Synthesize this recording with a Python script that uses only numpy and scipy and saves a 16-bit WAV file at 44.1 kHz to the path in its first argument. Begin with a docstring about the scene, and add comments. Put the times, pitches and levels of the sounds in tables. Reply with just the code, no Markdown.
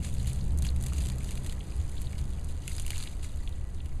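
"""Watermelon juice flung about a backyard

Juice is scooped from a broken watermelon and thrown three times. Wet pulp squelches, big drops smack
on table and ground, fine spray patters after them and small air pockets ring as plops.
Under it lie a low outdoor rumble and a wavering hum. Nearly mono, with a narrow treble notch."""
import sys
import numpy as np
from scipy import signal
from scipy.fft import rfft, irfft
from scipy.io import wavfile

SR = 44100
rng = np.random.default_rng(int(sys.argv[2]) if len(sys.argv) > 2 else 0)


def int16_out(signal):
    """Quantize to a 16-bit WAV file."""
    q = np.round(np.clip(np.atleast_2d(signal).T, -1, 1) * 32767)
    wavfile.write(sys.argv[1], SR, q.astype(np.int16))


N = 176400
T = np.arange(N) / SR
SIDE_SIGNS = np.array([[1], [-1]])  # left, right

# Falling spray. Each row: time in seconds, relative level in dB.
SPRAY_LEVEL = [(0, -60), (.35, -55.5), (.47, -62.5), (.60, -63.5), (.66, -50.5), (.72, -65), (.80, -59),
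               (1.0, -52.5), (1.16, -61), (1.28, -55), (1.40, -58), (1.51, -57.5), (1.58, -61.5),
               (2.02, -59), (2.6, -64.5), (2.69, -53), (2.85, -55.5), (3.02, -56.5), (3.10, -62),
               (3.33, -61.5), (3.65, -67), (4, -66)]


def from_db(db):
    """Decibels to gain."""
    return 10 ** (np.asarray(db) / 20)


def rms_one(x):
    """Scale to rms 1."""
    return x / np.sqrt(np.mean(x ** 2) + 1e-20)


def gain_curve(rows, times_s=T):
    """Gain at given times from (seconds, dB) rows."""
    return from_db(np.interp(times_s, *np.transpose(rows)))


def gain_at_hz(colour, hz):
    """Gain from (Hz, dB) rows on a log-frequency axis."""
    points_hz, db = np.transpose(colour)
    return from_db(np.interp(np.log(hz + 1e-9), np.log(points_hz), db))


def band(x, low_hz, high_hz):
    """Gentle band-pass."""
    sos = signal.butter(2, [low_hz, high_hz], "band", fs=SR, output="sos")
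    return signal.sosfilt(sos, x + 1e-18)


def noise(colour):
    """Coloured noise, rms 1."""
    gain = gain_at_hz(colour, np.fft.rfftfreq(N, 1 / SR))
    return rms_one(irfft(rfft(rng.standard_normal(N)) * gain, N))


def burst(envelope, low_hz, high_hz):
    """Band-passed noise burst with the rms of its envelope."""
    shaped = envelope * rng.standard_normal(len(envelope))
    return rms_one(band(shaped, low_hz, high_hz)) * np.sqrt(np.mean(envelope ** 2))


def wavering_tone(hz, width_hz):
    """Narrow-band noise heard as an unsteady tone, rms 1."""
    detune = (np.fft.rfftfreq(N, 1 / SR) - hz) / width_hz
    return rms_one(irfft(rfft(rng.standard_normal(N)) / (1 + detune ** 2), N))


def outdoor_air():
    """Soft hiss over a deep rumble, with a faint far whine."""
    # Each row: frequency in Hz, relative density in dB.
    hiss_colour = [(100, 2), (300, 3), (500, -3.5), (1000, -9), (2000, -16.5), (4500, -29), (14000, -36)]
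    rumble_colour = [(20, 1.5), (35, -2.5), (50, -5.5), (85, -4.5), (125, -23), (1000, -106)]
    # Each row: time in seconds, relative level in dB.
    hiss_level = [(0, -58.5), (1.06, -54.5), (4, -59.5)]
    hiss_gain = from_db(5) * gain_curve(hiss_level)
    hiss = hiss_gain * noise(hiss_colour)
    rumble = from_db(-33) * noise(rumble_colour)
    whine = from_db(-74.5) * wavering_tone(hz=1955, width_hz=14)
    side = from_db(-26) * hiss_gain * noise(hiss_colour) + from_db(-62) * noise(rumble_colour)
    return hiss + rumble + whine + side * SIDE_SIGNS


def hum(evenness=0.81):
    """A low tone wavers and swells under a rough drone with overtones."""
    # Each row: time in seconds, relative level in dB.
    hum_level = [(0, -30.5), (.38, -31.5), (.47, -34), (.54, -24), (.80, -26), (.88, -37.5), (1.0, -24),
                 (1.12, -33.5), (1.70, -46.5), (1.80, -23), (1.88, -39.5), (4, -40)]
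    drone_level = [(0, -36), (1.35, -38), (1.7, -45.5), (2.35, -41.5), (2.7, -46.5), (4, -46.5)]
    # Each row: frequency in Hz, width in Hz, level in dB re drone_level.
    overtones = [(125.3, 6.5, -3), (188.4, 3.7, -12.5), (268.7, 5.5, -28)]
    # Each row: frequency in Hz, relative density in dB.
    drone_colour = [(60, 0), (150, 2), (225, -6), (330, -16.5), (700, -24.5), (2000, -60)]
    analytic = signal.hilbert(wavering_tone(hz=68.75, width_hz=6))
    evened = rms_one(analytic.real / np.abs(analytic) ** evenness)  # flattens most random swells
    low = from_db(-3) * gain_curve(hum_level) * evened
    tones = sum(from_db(db) * wavering_tone(hz, width_hz) for hz, width_hz, db in overtones)
    drone = tones + from_db(-3.5) * noise(drone_colour)
    return low + gain_curve(drone_level) * drone


def patter(colour, per_s, spread_db, colour_spread_db=4.5, decay_s=.0007):
    """Random droplets of uneven size, each a tiny burst with its own colour; rms 1."""
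    onsets = np.flatnonzero(rng.random(N) < per_s / SR)
    size_db = spread_db * np.minimum(rng.exponential(1, N), 3.0)[onsets]
    edges_hz = np.geomspace(600, 15000, 11)
    out = np.zeros(N)
    for low_hz, high_hz in zip(edges_hz, edges_hz[1:]):
        clicks = np.zeros(N)
        clicks[onsets] = from_db(size_db + colour_spread_db * rng.standard_normal(N)[onsets])
        envelope = rms_one(signal.lfilter([1], [1, -np.exp(-1 / (decay_s * SR))], clicks + 1e-18))
        grains = band(envelope * rng.standard_normal(N), low_hz, high_hz)
        out += gain_at_hz(colour, np.sqrt(low_hz * high_hz)) * grains
    return rms_one(out)


def spray():
    """Droplets patter over the smooth hiss of the finest mist."""
    # Each row: frequency in Hz, relative density in dB.
    colour = [(700, -11), (1400, -9.5), (2600, 1), (6500, 4), (10000, 3), (14000, -0.5)]
    droplets = from_db(4.5) * patter(colour, per_s=690, spread_db=4)
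    mist = from_db(1.5) * noise(colour)
    return gain_curve(SPRAY_LEVEL) * (droplets + mist)


def bubble_ring(t, hz, rise_per_s=8.1, decay_s=.0022):
    """Trapped air rings for a few milliseconds, rising a little in pitch."""
    phase = 2 * np.pi * hz * (t + rise_per_s * t ** 2 / 2)
    return np.sin(phase) * np.exp(-t / decay_s)


def add(out, start_s, sound):
    """Mix a sound in at a time."""
    i = int(start_s * SR)
    out[i:i + len(sound)] += sound[:max(N - i, 0)]


def bubbles(per_s=70, low_hz=1820, high_hz=4780, boost_db=14):
    """Tiny bubbles plip at random as the spray lands, following its level."""
    out, t = np.zeros(N), T[:SR // 40]
    for when, pitch, size in rng.random((int(per_s * N / SR), 3)):
        start_s = when * N / SR
        hz = low_hz * (high_hz / low_hz) ** pitch
        gain = size * from_db(boost_db) * gain_curve(SPRAY_LEVEL, start_s)
        add(out, start_s, gain * bubble_ring(t, hz))
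    return out


def squelches(rise_share=0.28):
    """Squeezed wet pulp gives a dense fizz that swells quickly and dies away."""
    # Each row: start in seconds, length in seconds, peak level in dB.
    squeezes = [(0.017, 0.1, -42), (0.175, 0.091, -51.5), (0.26, 0.067, -43.5), (2.179, 0.038, -48.5),
                (2.478, 0.057, -48.5), (2.68, .13, -50), (2.882, 0.29, -46), (3.222, .06, -43.5)]
    # Each row: frequency in Hz, relative density in dB.
    colour = [(700, -15), (1400, -10), (2600, -5.5), (9000, -3), (14000, -11)]
    envelope = sum(from_db(db) * np.interp((T - start_s) / length_s, [0, rise_share, 1], [0, 1, 0])
                   for start_s, length_s, db in squeezes)
    return envelope * patter(colour, per_s=2500, spread_db=2.5)


def drops(attack_s=.0003, decay_s=.0009, splash_decay_s=.0062, grit_step_s=.0005, grit_db=3):
    """Each big drop smacks down in three bands, trailed by a gritty splash of its fragments."""
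    # Each row: start in seconds, relative body level in dB, relative sheen level in dB.
    landings = [(.140, -52, -36.5), (0.2719, -42, -31), (.3315, -54, -32.5), (0.5748, -58, -37),
                (.587, -51, -31), (0.6224, -35.5, -30.5), (0.6417, -48, -46), (0.6475, -43, -43),
                (.6668, -36, -43), (0.762, -43.5, -37.5), (.810, -49, -37), (.825, -48, -31.5),
                (.838, -40.5, -31), (0.8624, -45, -31), (0.8658, -36, -30.5), (0.883, -56, -36),
                (0.9338, -39, -34), (0.985, -39, -37), (1.022, -43, -37), (1.0366, -46, -38),
                (1.054, -40.5, -39), (1.0593, -44, -35), (1.069, -41, -34.5), (1.0866, -37.5, -32.5),
                (1.0996, -32, -35), (1.1195, -55, -35.5), (1.183, -58, -36), (1.244, -43, -36),
                (1.290, -38.5, -46), (1.3079, -37, -33.5), (1.318, -42, -39), (1.354, -40.5, -37),
                (1.374, -37.5, -47), (1.4456, -42, -39), (1.4629, -38, -33), (1.472, -44, -38),
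                (1.4955, -34.5, -38), (1.514, -45, -46), (1.5241, -38, -35), (2.017, -45, -32.5),
                (2.4445, -58, -38), (2.6781, -33.5, -28), (2.718, -43, -39), (2.731, -51, -37.5),
                (2.751, -50, -38), (2.765, -50, -34), (2.7816, -31, -36), (2.7973, -35.5, -28.5),
                (2.8212, -55, -34), (2.864, -34.5, -26.5), (2.879, -37, -34), (2.9047, -29, -27),
                (2.9184, -36, -43), (2.963, -38, -48), (2.97, -41, -37), (2.9796, -39, -30),
                (3.002, -35, -50), (3.0257, -34, -35), (3.037, -33.5, -35.5), (3.073, -40, -49),
                (3.229, -55, -40), (3.859, -46, -46)]
    slap_hz, body_hz, sheen_hz = (676, 1660), (2140, 5330), (6050, 13300)
    out, t = np.zeros(N), T[:SR // 20]
    smack_shape = (1 - np.exp(-t / attack_s)) ** 2 * np.exp(-t / decay_s)
    smack_shape /= smack_shape.max()
    splash_shape = from_db(-11) * (1 - np.exp(-t / decay_s)) * np.exp(-t / splash_decay_s)
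    for start_s, body_db, sheen_db in landings:
        for edges_hz, db in ((slap_hz, body_db - 13.5), (body_hz, body_db - 2), (sheen_hz, sheen_db - 1)):
            smack = burst(smack_shape, *edges_hz)
            fragments, sizes = rng.standard_normal((2, len(t)))
            grit = from_db(grit_db * np.minimum(sizes, 2))[(t / grit_step_s).astype(int)]
            splash = splash_shape * rms_one(band(fragments * grit, *edges_hz))
            add(out, start_s, from_db(db) * (smack + splash))
    return out


def plops(gurgle_span=1.22, gurgle_decay_s=.0028):
    """An air pocket rings in the juice amid a gurgle of smaller and larger ones."""
    # Each row: start in seconds, initial pitch in Hz, relative level in dB.
    pockets = [(.410, 4450, -38.5), (0.6482, 2670, -32), (0.666, 6000, -28), (0.688, 4100, -31.5),
               (0.922, 1280, -37), (1.207, 2140, -43), (1.497, 3000, -40), (1.607, 3130, -39.5),
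               (1.969, 3500, -41), (1.98, 3770, -39.5), (2.07, 3680, -39.5), (2.131, 2200, -39),
               (2.186, 3840, -37.5), (2.679, 2580, -32.5), (2.904, 3000, -30), (2.931, 2020, -36),
               (2.96, 2690, -33), (3.057, 2400, -37), (3.073, 3360, -33.5), (3.475, 3100, -34),
               (3.525, 3800, -45), (3.803, 3220, -41.5)]
    out, t = np.zeros(N), T[:SR // 40]
    for start_s, hz, db in pockets:
        ring = from_db(-2.5) * bubble_ring(t, hz)
        gurgle = from_db(-4.5) * burst(np.exp(-t / gurgle_decay_s), hz / gurgle_span, hz * gurgle_span)
        attack = 1 - np.exp(-t * hz)
        add(out, start_s, from_db(db) * attack * (ring + gurgle))
    return out


def yard(direct, scatter_db=-15.5, rise_s=.00042, decay_s=.0054, stereo_width=.4):
    """Add a brief scatter from table, fence and walls, slightly different on each side."""
    t = T[:SR // 6]
    envelope = (1 - np.exp(-t / rise_s)) * np.exp(-t / decay_s)
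    responses = envelope * rng.standard_normal((2, len(t)))
    mid, side = (signal.fftconvolve(direct, ir / np.linalg.norm(ir))[:N] for ir in responses)
    return direct + from_db(scatter_db) * (mid + stereo_width * side * SIDE_SIGNS)


def scene():
    """Juice in the yard, over the background."""
    juice = drops() + plops() + bubbles() + spray() + squelches()
    return yard(juice) + outdoor_air() + hum()


def record(dry, notch_hz=5460, notch_width_hz=1280, rolloff_hz=10600, stop_hz=15800):
    """Treble notch, a roll-off above it and a steep cut at the top."""
    faded_in = dry * np.minimum(T / .002, 1)
    notched = signal.lfilter(*signal.iirnotch(notch_hz, notch_hz / notch_width_hz, fs=SR), faded_in)
    dulled = signal.sosfilt(signal.butter(4, rolloff_hz, fs=SR, output="sos"), notched)
    return signal.sosfilt(signal.cheby2(12, 50, stop_hz, fs=SR, output="sos"), dulled)


dry = scene()
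out = record(dry)
int16_out(out)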